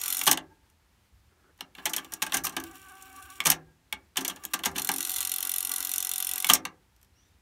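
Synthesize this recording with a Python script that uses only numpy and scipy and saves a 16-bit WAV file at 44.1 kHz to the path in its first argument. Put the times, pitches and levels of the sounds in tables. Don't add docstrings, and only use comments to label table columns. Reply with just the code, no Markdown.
import sys
import numpy as np
from scipy import signal
from scipy.fft import rfft, irfft, next_fast_len
from scipy.io import wavfile
from scipy.ndimage import uniform_filter1d, map_coordinates

SR = 44100
rng = np.random.default_rng(int(sys.argv[2]) if len(sys.argv) > 2 else 0)


def nominal_scale(level):
    x = np.asarray(level, float) / 20
    return 10 ** x


def transcribe(u):
    v = np.clip(np.atleast_2d(u).T, -1, 1)
    q = np.round(v * 32767).astype(np.int16)
    wavfile.write(sys.argv[1], SR, q)


N = 326781

# start in seconds, end in seconds, whine in dB, gear rattle in dB, gear hiss in dB.
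FAST = [
    (0, .26, -59, -50.5, -42.5),
    (4.8, 6.48, -57, -52.5, -51.5),
]
SLOW = [
    (1.76, 2.6, -84.5, -60, -64),
    (2.6, 3.45, -54.5, -59, -58),
    (4.16, 4.78, -86.5, -60.5, -61.5),
]
FAST_MESH, SLOW_MESH = 377.4, 384.3
# multiple of the tooth rate, level in dB.
FAST_ORDERS = [(1, -11), (2, 0), (4, -12)]
SLOW_ORDERS = [(1, -13), (2, -3), (3, 0), (4, -1), (5, -16), (6, -12)]
# pitch in Hz, width in Hz, level in dB.
FAST_RATTLE = [(270, 9.7, -2.5), (336, 16, -10.5), (453.4, 63, -15), (870, 80, -7), (980, 99, -6.5),
               (1167, 35, -0.5), (1351, 31, -3), (1470, 43, -2), (1630, 35, -5), (1964, 45, -2),
               (2340, 120, -13), (2760, 76, -8)]
SLOW_RATTLE = [(268, 7, 0), (340.3, 47, -7), (762, 19, -0.5), (1155, 49, 1.5), (1680, 140, -9),
               (2260, 30, -5.5), (2580, 38, -33), (2740, 65, -8)]
# frequency in Hz, level in dB per Hz.
GEAR_HISS = [(1060, -37), (1800, -16), (2280, -7.5), (2480, -9), (2770, -2), (4920, -15.5), (5640, 0.5),
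             (6300, -9), (6840, 4.5), (8280, -12.5), (9000, -1.5), (9950, -18.5), (12300, -8),
             (16000, -10.5)]
SLOW_HISS = [(1060, -37.5), (1800, -15), (2740, 2), (5150, -14.5), (5640, -1.5), (6300, -20), (6840, -4.5),
             (9000, -9), (16000, -7.5)]

# time in seconds, level in dB.
RUN_UP_TICKS = [
    (4.762, -27.5),
    (4.784, -27),
    (4.7958, -22),
    (4.8192, -21.5),
    (4.847, -20.5),
    (4.872, -23),
]
# time in seconds, turns counted so far.
TURNS = [
    [(.0142, 0), (.2578, 11)],
    [(4.9164, 0), (5.2278, 14), (5.6938, 35), (6.048, 51), (6.4238, 68), (6.468, 70)],
]
# time in seconds, peak in dB.
SLOW_TICKS = [(2.7116, -39), (2.745, -46), (2.7544, -41), (2.7806, -45), (2.816, -42), (2.8489, -47),
              (2.8664, -52), (2.8848, -43), (2.8954, -43), (2.9198, -43), (2.953, -42.5), (2.9624, -54),
              (2.9944, -61), (3.024, -33.5), (3.0554, -52), (3.0999, -44), (3.1278, -41), (3.1625, -37),
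              (3.1974, -47), (3.206, -45), (3.225, -34.5), (3.2405, -42), (3.2714, -48), (3.3016, -33),
              (3.3343, -45), (3.3414, -46.5), (3.3558, -42), (3.3664, -43.5)]
# time in seconds, chatter in dB.
SLACK = [
    (0, 6),
    (4.9, -3),
    (5.2, 16),
    (5.26, -26),
    (5.45, -9),
    (5.92, 5),
    (6.05, -31),
    (6.47, -3),
]
# time in seconds, brightness in dB.
TENSION = [
    (0, -8.5),
    (4.9, -9.5),
    (5.2, -12.5),
    (5.5, -2.5),
    (5.85, -5.5),
    (6.1, -8),
    (6.47, -9),
]
# frequency in Hz, level in dB per Hz.
HUB = [(710, -48.5), (1200, -13.5), (1510, -12.5), (1810, -26), (1950, -11), (2450, -14), (3550, -8.5),
       (4960, -13), (5840, -1), (8080, -8.5), (9010, -1.5), (11200, -4.5), (16000, -10.5)]
# pitch in Hz, width in Hz, level in dB.
HUB_RING = [(3570, 330, -1.5), (4202, 75, 5), (6100, 110, -8), (6440, 310, -2.5), (9100, 200, -5),
            (10400, 100, -6), (11370, 250, 2), (11400, 210, -1.5), (12700, 200, -2), (15550, 250, -7)]
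SHELL = [(1180, 90, -11.5), (1500, 200, -11), (2010, 90, -9), (2720, 220, -0.5), (3700, 490, -0.5),
         (5340, 87, 1.5)]

# frequency in Hz, level in dB per Hz.
ROOM_TONE = [(15, -45), (25, -15), (70, 2), (97, -5), (118, -27.5), (192, -26), (226, -30), (470, -35.5),
             (568, -37.5), (617, -38), (902, -35), (1120, -37), (1980, -38), (15200, -50), (16500, -63.5)]
# frequency in Hz, time to fall 60 dB in seconds.
ROOM = [(150, 0.19), (400, 0.62), (750, 0.19), (1500, 0.23), (3000, 0.1), (6000, 0.092), (14000, 0.023)]
# time in seconds, level in dB.
BUMPS = [
    (.66, -71),
    (1.12, -53),
    (3.22, -61),
    (3.91, -58),
    (5.18, -54),
]
# time in seconds, level in dB.
RUB = [
    (1.27, -91),
    (1.33, -70.5),
    (1.5, -68.5),
    (1.57, -80.5),
]
# pitch in Hz, width in Hz, level in dB.
MAT = [(364, 81, -3), (1320, 190, -6), (1690, 310, -12.5)]

# time in seconds, steel peak in dB, plastic in dB, frame in dB.
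KEYS = [
    (0.212, -20.5, -3.5, -16),
    (.373, -21.5, -1.5, -10),
    (1.6067, -29.5, -3.5, -7),
    (1.7499, -43, 5.5, -8.5),
    (3.4023, -21.5, -2.5, -13),
    (3.925, -21.5, -2.5, -12.5),
    (4.1575, -40, 5.5, 4.5),
    (6.4446, -14.5, -9, -21.5),
    (6.6517, -22, 0, -9),
]
KEY_SOUND = (2.1,)
# pitch in Hz, width in Hz, level in dB.
KEY_RING = [(2190, 81, -0.5), (3580, 540, -6), (1250, 560, -5.5)]
STOP_DOWN = [(1140, 77, -7), (2250, 82, 1), (2780, 60, -3), (3240, 140, -3), (4310, 73, -13),
             (5110, 94, -19), (5800, 110, -15.5), (7080, 97, -17)]
STOP_UP = [(1170, 110, -3.5), (2220, 110, -7.5), (2750, 68, 2), (4420, 110, -6), (6100, 150, -12),
           (7660, 220, -13.5), (7760, 130, -33)]
FORWARD_KEY = [(872, 110, -15), (1190, 49, -6), (1530, 58, -10.5), (2740, 130, 0), (3060, 110, 3),
               (4170, 130, -6), (5260, 100, -7), (5670, 93, -7.5)]
REWIND_KEY = [(870, 60, -4.5), (1383, 70, -8), (2290, 120, 0.5), (2645, 77, -7), (3280, 100, 0),
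              (3550, 100, 3), (5700, 180, -11.5)]
# time in seconds, level in dB.
STOP_DOWN_SNAPS = [
    (.2145, -3.5),
    (3.4038, -2.5),
    (3.4105, -13),
    (6.4448, -1.5),
]
STOP_UP_SNAPS = [
    (.374, -13),
    (6.652, -12),
]
FORWARD_SNAPS = [
    (1.6083, -11.5),
    (1.6115, -29),
]
REWIND_SNAPS = [
    (3.9262, -7.5),
    (3.9289, -11.5),
    (4.158, -27),
]
# time in seconds, level in dB.
PAWL_SNAPS = [
    (.3131, -3),
    (3.5014, -1.5),
    (6.5354, -3),
]
# pitch in Hz, width in Hz, level in dB.
PAWL = [(5800, 900, 0), (7000, 900, -4), (9600, 1800, -2), (12500, 2500, -3)]
# time in seconds, level in dB.
RATCHET = [
    (2.4386, -20),
    (2.4414, -14),
    (2.4447, -15),
    (2.45, -12.5),
    (2.453, -8.5),
]
# time in seconds, peak in dB.
THUDS = [(0.277, -28), (1.78, -43.5), (1.865, -44), (2.224, -38), (2.353, -31.5), (2.567, -33.5),
         (3.406, -44), (3.471, -34), (3.925, -54), (4.17, -43), (4.214, -35), (4.538, -43), (4.607, -41.5),
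         (4.67, -31.5), (4.759, -36), (4.891, -30), (6.501, -27.5)]

# time in seconds, steel peak in dB, plastic in
# dB, frame in dB, contact time in ms.
CAM = [(1.8543, -13, -5, -16, 4.35), (1.893, -25, -35.5, -16, 5.4), (1.933, -17, -6.5, -21, 3.9),
       (1.9625, -13, -16.5, -21.5, 3.2), (1.9805, -27, -4, -12, 4.5), (2.0449, -36.5, -2, -11.5, 3.1),
       (2.1196, -29, -12, -11.5, 4.4), (2.1357, -17.5, -19.5, -38, 2.3), (2.219, -19.5, 1.5, -8, 3.5),
       (2.2231, -13, -36, -43, 3.7), (2.3205, -23.5, 2.5, -9, 2.6), (2.331, -22.5, -9, -6, 7.1),
       (2.3411, -11, -12.5, -17.5, 4.3)]
CAM_AGAIN = [(4.1683, -13.5, -6, -16.5, 4.9), (4.2068, -24, -14, -16, 4.9), (4.247, -17.5, -6.5, -20.5, 4),
             (4.2787, -12.5, -14, -21, 2.4), (4.2961, -26, -4.5, -16.5, 4.8), (4.359, -37.5, -2, -8, 3.7),
             (4.4359, -30, -12, -12, 4), (4.451, -16, -16.5, -28, 1.2), (4.5343, -17, 0, -12.5, 2.65),
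             (4.5381, -12.5, -15, -20, 3.1), (4.6346, -25, 1.5, -11.5, 3.5), (4.648, -22.5, -5, -12, 5),
             (4.6558, -10.5, -10, -15.5, 3.9)]
BRAKE = [(0.2645, -12, -6, -11, 5), (0.2697, -14, -3.5, -17.5, 4.6), (0.2748, -6, -6, -14.5, 3.2),
         (0.2898, -16.5, -13.5, -19.5, 4.7), (0.3095, -15.5, -15.5, -25.5, 1.4),
         (0.3127, -0.5, -14.5, -27, 2.2), (0.3259, -16.5, -12, -21.5, 2.4), (0.3289, -13, -7, -16.5, 2),
         (3.4511, -20, -8.5, -9.5, 2.7), (3.4549, -10.5, -8, -13.5, 4.6), (3.466, -6.5, -11, -16.5, 4.2),
         (3.487, -26, -2.5, -17.5, 4.1), (3.4986, -17.5, -20, -27, 1.4), (3.5011, 0.5, -16, -27, 1.9),
         (3.5134, -12.5, -9.5, -28.5, 4.4), (3.5176, -16, -5, -13.5, 2.4), (6.4876, -15.5, -9.5, -9, 2.5),
         (6.4895, -13.5, -4, -18.5, 3.6), (6.4974, -4.5, -6.5, -15, 3.6), (6.5125, -17.5, -13, -22.5, 4.1),
         (6.532, -19, -12.5, -20.5, 1.8), (6.5344, 0.5, -20.5, -28, 2.5), (6.544, -14.5, -13, -22, 4.3),
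         (6.5517, -14, -7.5, -19.5, 2.9)]
LEVERS = [(1.7793, -53.5, 15, 11, 5.4), (2.2638, -23.5, -5.5, -13, 2.7), (2.2935, -44, 4, -2.5, 3.6),
          (2.367, -15, -11, -26, 4.5), (2.4352, -23, -16, -15.5, 9.8), (2.4493, -17, -17, -24, 5.1),
          (2.4677, -16.5, -8.5, -20, 2.3), (2.4934, -27, -8.5, -11.5, 2.5), (2.5204, -43, -6, -3, 7.1),
          (2.565, -19.5, -1, -6.5, 2.75), (2.599, -28, -10, -16, 2.5), (2.6377, -25, -10.5, -18, 1.5),
          (2.4435, -21, -24, -36, 1.1), (3.4383, -37, -12.5, -15, 2.4), (1.586, -59, 5.5, 4.5, 5),
          (4.5902, -29.5, -4, -10, 2.3), (4.7133, -40, -13, -4, 3.4), (4.7502, -40.5, -7, 0, 4.5),
          (4.756, -35.5, 9, -15, 3.7), (4.7607, -30, -10, -7, 6.1), (4.7794, -16, -7, -19.5, 3.8),
          (4.889, -11.5, -5.5, -11.5, 2.66)]
# time in seconds, steel peak in dB.
GRAZES = [
    (.699, -53),
    (1.5764, -52),
    (6.9626, -52.5),
    (7.0135, -51.5),
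    (7.0283, -45.5),
    (7.0458, -52),
]
# plastic in dB, frame in dB, contact time in ms.
GRAZE_SOUND = (-11.5, -20, 1.7)
# frequency in Hz, level in dB per Hz.
STEEL = [(2650, -28), (4500, -14.5), (4920, -7.5), (5900, 0.5), (6560, 5.5), (7070, 0.5), (10600, -2),
         (11900, 6.5), (16000, -8)]
PLASTIC = [(1000, -47), (1700, -5), (1840, -1.5), (2520, 4), (2930, 12), (3380, 6.5), (3700, -2.5),
           (4250, -3), (4800, -11.5), (6240, -41), (10600, -120)]
# pitch in Hz, width in Hz, level in dB.
STEEL_RING = [(6073, 400, 0), (5925, 90, -7.5), (9250, 310, -7), (12200, 1100, -2.5)]
PLASTIC_RING = [(2312, 65, -9.5), (2874, 230, 1.5), (3385, 120, 2), (3550, 170, -9.5)]
CHASSIS = [(511, 61, -6.5), (706, 62, 4), (761, 90, 4), (877, 54, 5), (1011, 93, 0), (1177, 98, 2.5),
           (1365, 45, 0.5), (1594, 47, -1.5), (1640, 20, -8.5), (1664, 100, 1.5)]
CABINET = [(147, 20, -5), (198, 64, -3), (275, 17, 2.5), (319, 17, 0.5), (386, 37, -3)]
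COVER = [(890, 5, 2), (1620, 12, -7), (1680, 18, -11)]

# time in seconds, peak in dB, low pitch in Hz, high pitch in Hz, low over high in dB.
PINGS = [(0.275, -3, 1126, 3250, -6), (1.856, -12, 1770, 3060, -13), (1.936, -14, 1500, 3090, -17),
         (1.981, -15, 1615, 3240, -14), (2.223, -8.5, 1093, 2680, -9), (2.322, -13.5, 1104, 3240, -12),
         (2.342, -11.5, 1587, 2020, -3.5), (2.446, -25, 1210, 2310, 4), (2.467, -20.5, 1077, 2800, -1.5),
         (2.567, -21.5, 745, 3080, 1), (3.456, -9.5, 1205, 2450, -9.5), (3.466, -16, 894, 3010, -3.5),
         (4.171, -11, 1140, 3060, -12), (4.25, -24.5, 880, 3250, -15), (4.297, -16.5, 1160, 3240, -12),
         (4.537, -16, 1173, 2790, 0), (4.637, -11, 1080, 3230, -13), (4.657, -18, 870, 2070, -3.5),
         (4.89, -15, 798, 2930, 0), (6.499, -1, 1190, 3205, -7)]
# time in seconds, shelf in dB, long wall in dB, short wall in dB.
SHELF = [
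    (.285, -50, -41, -49),
    (2.363, -46, -60, -46),
    (2.569, -54, -53, -36.5),
    (3.471, -43.5, -43.5, -41.5),
    (4.66, -45.5, -65, -52),
    (4.888, -62, -39, -32.5),
    (6.497, -50, -36, -47),
]
# time in seconds, low tone in dB, high tone in dB.
LID = [
    (.28, -56, -62),
    (3.47, -65, -63),
    (6.5, -64, -70),
]
# pitch in Hz, time to fall 60 dB in seconds.
SHELF_MODES = [(158, .61), (266, .3), (336, .22)]
LID_MODES = [(888, 1.1), (1622, .95)]

# time in seconds, pitch in Hz, level in dB.
SQUEAK = [
    (7.115, 1400, -94),
    (7.15, 1390, -74),
    (7.19, 1474, -69.5),
    (7.209, 1650, -77),
    (7.229, 1790, -72),
    (7.34, 1830, -80),
    (7.37, 1830, -102),
]
# frequency in Hz, level in dB.
TOP = [(15700, 0.5), (16000, -15), (16900, -37.5), (17200, -77.5)]


def unit(x):
    return x / np.sqrt(np.mean(x ** 2) + 1e-20)


def along(points, hz):
    f, v = np.transpose(points)
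    return np.interp(np.log(hz + 1), np.log(f + 1), v)


def wobble(rate):
    points = rng.standard_normal(int(N * rate / SR) + 4)
    return map_coordinates(points, [np.arange(N) * rate / SR])


def filtered(x, response):
    m = 2 * next_fast_len(N // 2 + SR // 2)
    return irfft(rfft(x, m) * response(np.fft.rfftfreq(m, 1 / SR)), m)[:N]


def body(modes):
    def ring(f):
        total = 0
        for k, (centre, width, db) in enumerate(modes):
            resonance = 1j * f * width / (centre * centre - f * f + 1j * f * width)
            total = total + (-1) ** k * nominal_scale(db) * resonance
        return total
    scale = np.sqrt(np.mean(abs(ring(np.arange(SR // 2))) ** 2))
    return lambda f: ring(f) / scale


def colour(spectrum, modes, ring_db):
    ring = body(modes)

    def response(f):
        cepstrum = irfft(np.log(nominal_scale(np.clip(along(spectrum, f), -70, 20))))
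        cepstrum[1:len(f) - 1] *= 2
        cepstrum[len(f):] = 0
        broad = np.exp(rfft(cepstrum))
        return broad / np.sqrt(np.mean(abs(broad) ** 2)) + nominal_scale(ring_db) * ring(f)
    return response


def hiss(spectrum):
    return unit(filtered(rng.standard_normal(N), lambda hz: nominal_scale(along(spectrum, hz))))


def bursts(times, db, ms, force, after_db):
    ms = np.clip(ms, .3, 12)[:, None]
    length = force.shape[1]
    u = np.arange(length) / SR * 1000 / ms
    rise = 1 - np.exp(-14 * u / ms)
    decay = np.exp(-u) + nominal_scale(after_db) * np.exp(-u / 4)
    rows = force * rise * decay * np.cos(np.linspace(0, np.pi / 2, length))
    rows = nominal_scale(db)[:, None] * rows / np.linalg.norm(rows, axis=1, keepdims=True) * np.sqrt(ms)
    at = np.round(np.asarray(times) * SR).astype(int)[:, None] + np.arange(length)
    return np.bincount(at.ravel(), rows.ravel(), N + SR)[:N]


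def taps(rows, modes):
    s, db = np.transpose(rows)
    return filtered(np.bincount(np.round(s * SR).astype(int), nominal_scale(db), N), body(modes))


def gates(runs):
    t = np.arange(N) / SR
    gains = sum(nominal_scale(np.array(db))[:, None] * ((t >= start) & (t < end)) for start, end, *db in runs)
    return uniform_filter1d(gains, size=601, axis=1)


def motor(spans, mesh_hz, orders, rattle, teeth, unsteady, waver):
    whine_gain, rattle_gain, hiss_gain = gates(spans)
    phase = 2 * np.pi * mesh_hz * np.arange(N) / SR + waver * wobble(60)
    whine = sum(nominal_scale(db + 10 * unsteady * wobble(22)) * np.sin(k * phase) for k, db in orders)
    frame = unit(filtered(rng.standard_normal(N), body(rattle)))
    shaking = nominal_scale(2.7 * wobble(30)) * frame
    flutter = nominal_scale(8 * unsteady * (wobble(70) + .6 * wobble(300)))
    return whine_gain * unit(whine) + rattle_gain * shaking + hiss_gain * flutter * hiss(teeth)


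def knocks(s, db):
    count = len(s)
    same = unit(uniform_filter1d(rng.standard_normal((count, 1024)), size=10, axis=0))
    force = .7 * same + .7 * rng.standard_normal((count, 1024))
    chance = rng.random((count, 6))
    slack_db = np.interp(s, *np.transpose(SLACK))
    knock = bursts(s, db + 11.0, np.full(count, 1.3), force, after_db=-26.0)

    rebound_s = s + 0.0012 + 0.0011 * chance[:, 0]
    rebound_db = db + 9.5 - 3 * chance[:, 1]
    rebound = bursts(rebound_s, rebound_db, np.full(count, 1.7), np.roll(force, 400, axis=1), after_db=-21.5)

    early_s = s + 0.0031 + 0.0094 * chance[:, 2]
    early_db = db + slack_db - 9 * chance[:, 3]
    early = bursts(early_s, early_db, np.full(count, 1.5), force[::-1], after_db=-11.5)

    late_s = s + 0.013 + 0.0098 * chance[:, 4]
    late_db = db + slack_db - 3.5 - 11 * chance[:, 5]
    late = bursts(late_s, late_db, np.full(count, 1.5), force[:, ::-1], after_db=-8.0)
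    return knock + rebound + early + late


def hub():
    runs = []
    for run in TURNS:
        s, n = np.transpose(run)
        runs.append(np.interp(np.arange(n[0], n[-1] + 1), n, s))
    beats = np.concatenate(runs)
    beats = beats + rng.normal(0, .0002, len(beats))
    beat_db = -21.5 + rng.normal(0, 1.7, len(beats))
    hard = knocks(*np.concatenate([np.transpose(RUN_UP_TICKS), [beats, beat_db]], 1))
    brightness = nominal_scale(np.interp(np.arange(N) / SR, *np.transpose(TENSION)))
    hard = hard + brightness * filtered(hard, body([(12300, 5000, 0)]))
    small_parts = body([(8000, 11000, 0)])
    light = filtered(knocks(*np.transpose(SLOW_TICKS)), lambda hz: small_parts(hz) ** 2)
    shake_force = rng.standard_normal((len(beats), 1536))
    shake = bursts(beats, beat_db - 6.0, np.full(len(beats), 6.5), shake_force, after_db=-25.0)
    ticks = filtered(hard + nominal_scale(-6.5) * light, colour(HUB, HUB_RING, ring_db=-7.5))
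    return ticks + filtered(shake, body(SHELL))


def room(x):
    hz, t, z = signal.stft(rng.standard_normal(SR // 2), SR, nperseg=256)
    tail = signal.istft(z * nominal_scale(-60 * t / along(ROOM, hz)[:, None]), SR, nperseg=256)[1]
    return signal.fftconvolve(np.pad(x, (200, 0)), tail / np.linalg.norm(tail))[:N]


def thumps(rows, t60):
    after = [np.clip(np.arange(N) / SR - row[0], 0, None) for row in rows]
    return sum(nominal_scale(db - 60 * u / t60) * (1 - np.exp(-u / 0.018)) for u, (s, db) in zip(after, rows))


def curves(spans):
    t = np.arange(N) / SR
    gains = []
    for s, *columns in map(np.transpose, spans):
        gains.append([nominal_scale(np.interp(t, s, column, -200, -200)) for column in columns])
    return uniform_filter1d(np.sum(gains, 0), size=301, axis=1)


def quiet():
    traffic = nominal_scale(-68 + .6 * wobble(5.6))
    blows = nominal_scale(-3.5) * thumps(np.array(SHELF)[:, :2], t60=0.5)
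    gain = traffic + blows + thumps(BUMPS, t60=0.27)
    rumble = gain * hiss([(25, -35.5), (42, -12.0), (62, -2.5), (90, -5.0), (130, -19.0), (200, -53.0)])
    sliding = unit(filtered(rng.standard_normal(N), body(MAT)))
    rub = curves([RUB])[0] * nominal_scale(3.8 * wobble(39.2)) * sliding
    tone = nominal_scale(-70 + .6 * wobble(17.0)) * hiss([(90, -40.5)] + ROOM_TONE[4:])
    return tone + rumble + rub


def keys():
    s, db, plastic_db, _ = np.transpose(KEYS)
    force = rng.standard_normal((len(s), 1024))
    push = bursts(s + .0007, db + plastic_db + 7, np.full(len(s), 1.5), force, after_db=-21)
    return filtered(push, body(KEY_RING))


def switches():
    caps = [(STOP_DOWN_SNAPS, STOP_DOWN), (STOP_UP_SNAPS, STOP_UP),
            (FORWARD_SNAPS, FORWARD_KEY), (REWIND_SNAPS, REWIND_KEY)]
    domes = sum(taps(rows, np.multiply(cap, [1, 1.7, 1])) for rows, cap in caps)
    spring = taps(RATCHET, [(11700, 3000, 0)])
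    return domes + taps(PAWL_SNAPS, PAWL) + spring + nominal_scale(19) * taps(THUDS, CABINET)


def contacts():
    presses = [(*row, *KEY_SOUND) for row in KEYS]
    grazes = [(*row, *GRAZE_SOUND) for row in GRAZES]
    return CAM + CAM_AGAIN + BRAKE + presses + grazes + LEVERS


def clacks():
    s, db, plastic_db, chassis_db, ms = np.transpose(contacts())
    s = s + .0007
    shape = (len(s), 3328)
    force = rng.standard_normal(shape) * nominal_scale(3 * rng.standard_normal(shape))
    frame_db = db + chassis_db

    steel_push = bursts(s, db + 9.5, ms, force, after_db=-17.0)
    steel = filtered(steel_push, colour(STEEL, STEEL_RING, ring_db=-5.0))
    snap_push = bursts(s, db + 13.5 - 4.0 * ms, 0.48 * ms, force[::-1], after_db=-22)
    snap = filtered(snap_push, body([(11800, 1100, 0)]))
    plastic_push = bursts(s, db + plastic_db + 11.0, 1.6 * ms, force, after_db=-22.5)
    plastic = filtered(plastic_push, colour(PLASTIC, PLASTIC_RING, ring_db=-4.5))
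    shake = bursts(s, frame_db + 13.5, 1.85 * ms, force, after_db=-12.0)
    frame = filtered(shake, body(CHASSIS))
    cover = filtered(nominal_scale(-24.0) * shake, body(COVER))
    cabinet_db = 0.71 * frame_db - 25 + 2.5 * np.clip(ms - 3, -2, 1.5)
    cabinet = filtered(bursts(s, cabinet_db + 16.5, 5.6 * ms, force, after_db=-12.5), body(CABINET))
    return steel + snap + plastic + frame + cover + cabinet


def pings():
    s, db, low_hz, high_hz, low_db = np.transpose(PINGS)[:, :, None]
    t = np.arange(4096) / SR
    low = nominal_scale(low_db - 60 * t / .04) * np.sin(2 * np.pi * low_hz * t)
    high = nominal_scale(-60 * t / .02) * np.sin(2 * np.pi * high_hz * t)
    rows = (low + high) * nominal_scale(db - 5.5) * (1 - np.exp(-t / .0012))
    at = np.round(s * SR).astype(int) + np.arange(len(t))
    return np.bincount(at.ravel(), rows.ravel(), N) * nominal_scale(2.5 * wobble(200))


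def ringing(rows, modes, attack_s):
    out, t = np.zeros(N + SR), np.arange(SR) / SR
    for s, *levels in rows:
        ring = 0
        for db, (hz, t60) in zip(levels, modes):
            ring = ring + nominal_scale(db - 60 * t / t60) * np.sin(2 * np.pi * hz * t)
        out[round(s * SR):][:SR] += ring * (1 - np.exp(-t / attack_s))
    return out[:N]


def shelf():
    lid = ringing(LID, LID_MODES, attack_s=.01) * nominal_scale(5.5 * wobble(40))
    return ringing(SHELF, SHELF_MODES, attack_s=0.0051) * nominal_scale(1.9 * wobble(25)) + lid


def squeak():
    s, hz, db = np.transpose(SQUEAK)
    t = np.arange(N) / SR
    pitch = np.interp(t, s, hz)
    phase = 2 * np.pi * np.cumsum(pitch) / SR + .8 * wobble(150)
    upper_hz = np.minimum(4 * pitch, 5910)
    upper = 2 * np.pi * np.cumsum(upper_hz) / SR + 2.2 * wobble(330)
    opening = np.interp(t, [7.135, 7.155], [-12, 0])
    fading = opening + np.interp(t, [7.21, 7.31], [7, -5])
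    slips = nominal_scale(-5 * abs(wobble(70)))
    voices = nominal_scale(opening) * np.sin(2 * phase) + nominal_scale(-10 - 1.7 * opening) * np.sin(3 * phase)
    voices = voices + nominal_scale(-6.5) * np.sin(4 * phase) + nominal_scale(fading) * np.sin(upper)
    return slips * nominal_scale(np.interp(t, s, db, -200, -200)) * voices


def scene():
    fast = motor(FAST, FAST_MESH, FAST_ORDERS, FAST_RATTLE, GEAR_HISS, unsteady=.2, waver=.16)
    slow = motor(SLOW, SLOW_MESH, SLOW_ORDERS, SLOW_RATTLE, SLOW_HISS, unsteady=.36, waver=.36)
    deck = hub() + keys() + switches() + clacks() + pings() + shelf()
    return (deck + fast + slow + nominal_scale(-12.0) * room(deck) + quiet() + room(squeak()))[None]


def band_limit(x):
    return signal.sosfilt(signal.butter(12, 16970, fs=SR, output="sos"), x)


def record(dry):
    rounded = dry[0] / (1 + abs(dry[0] / .82) ** 6) ** (1 / 6)
    mix = filtered(rounded, lambda hz: nominal_scale(along(TOP, hz)))[None]
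    return band_limit(mix)


dry = scene()
out = record(dry)
transcribe(out)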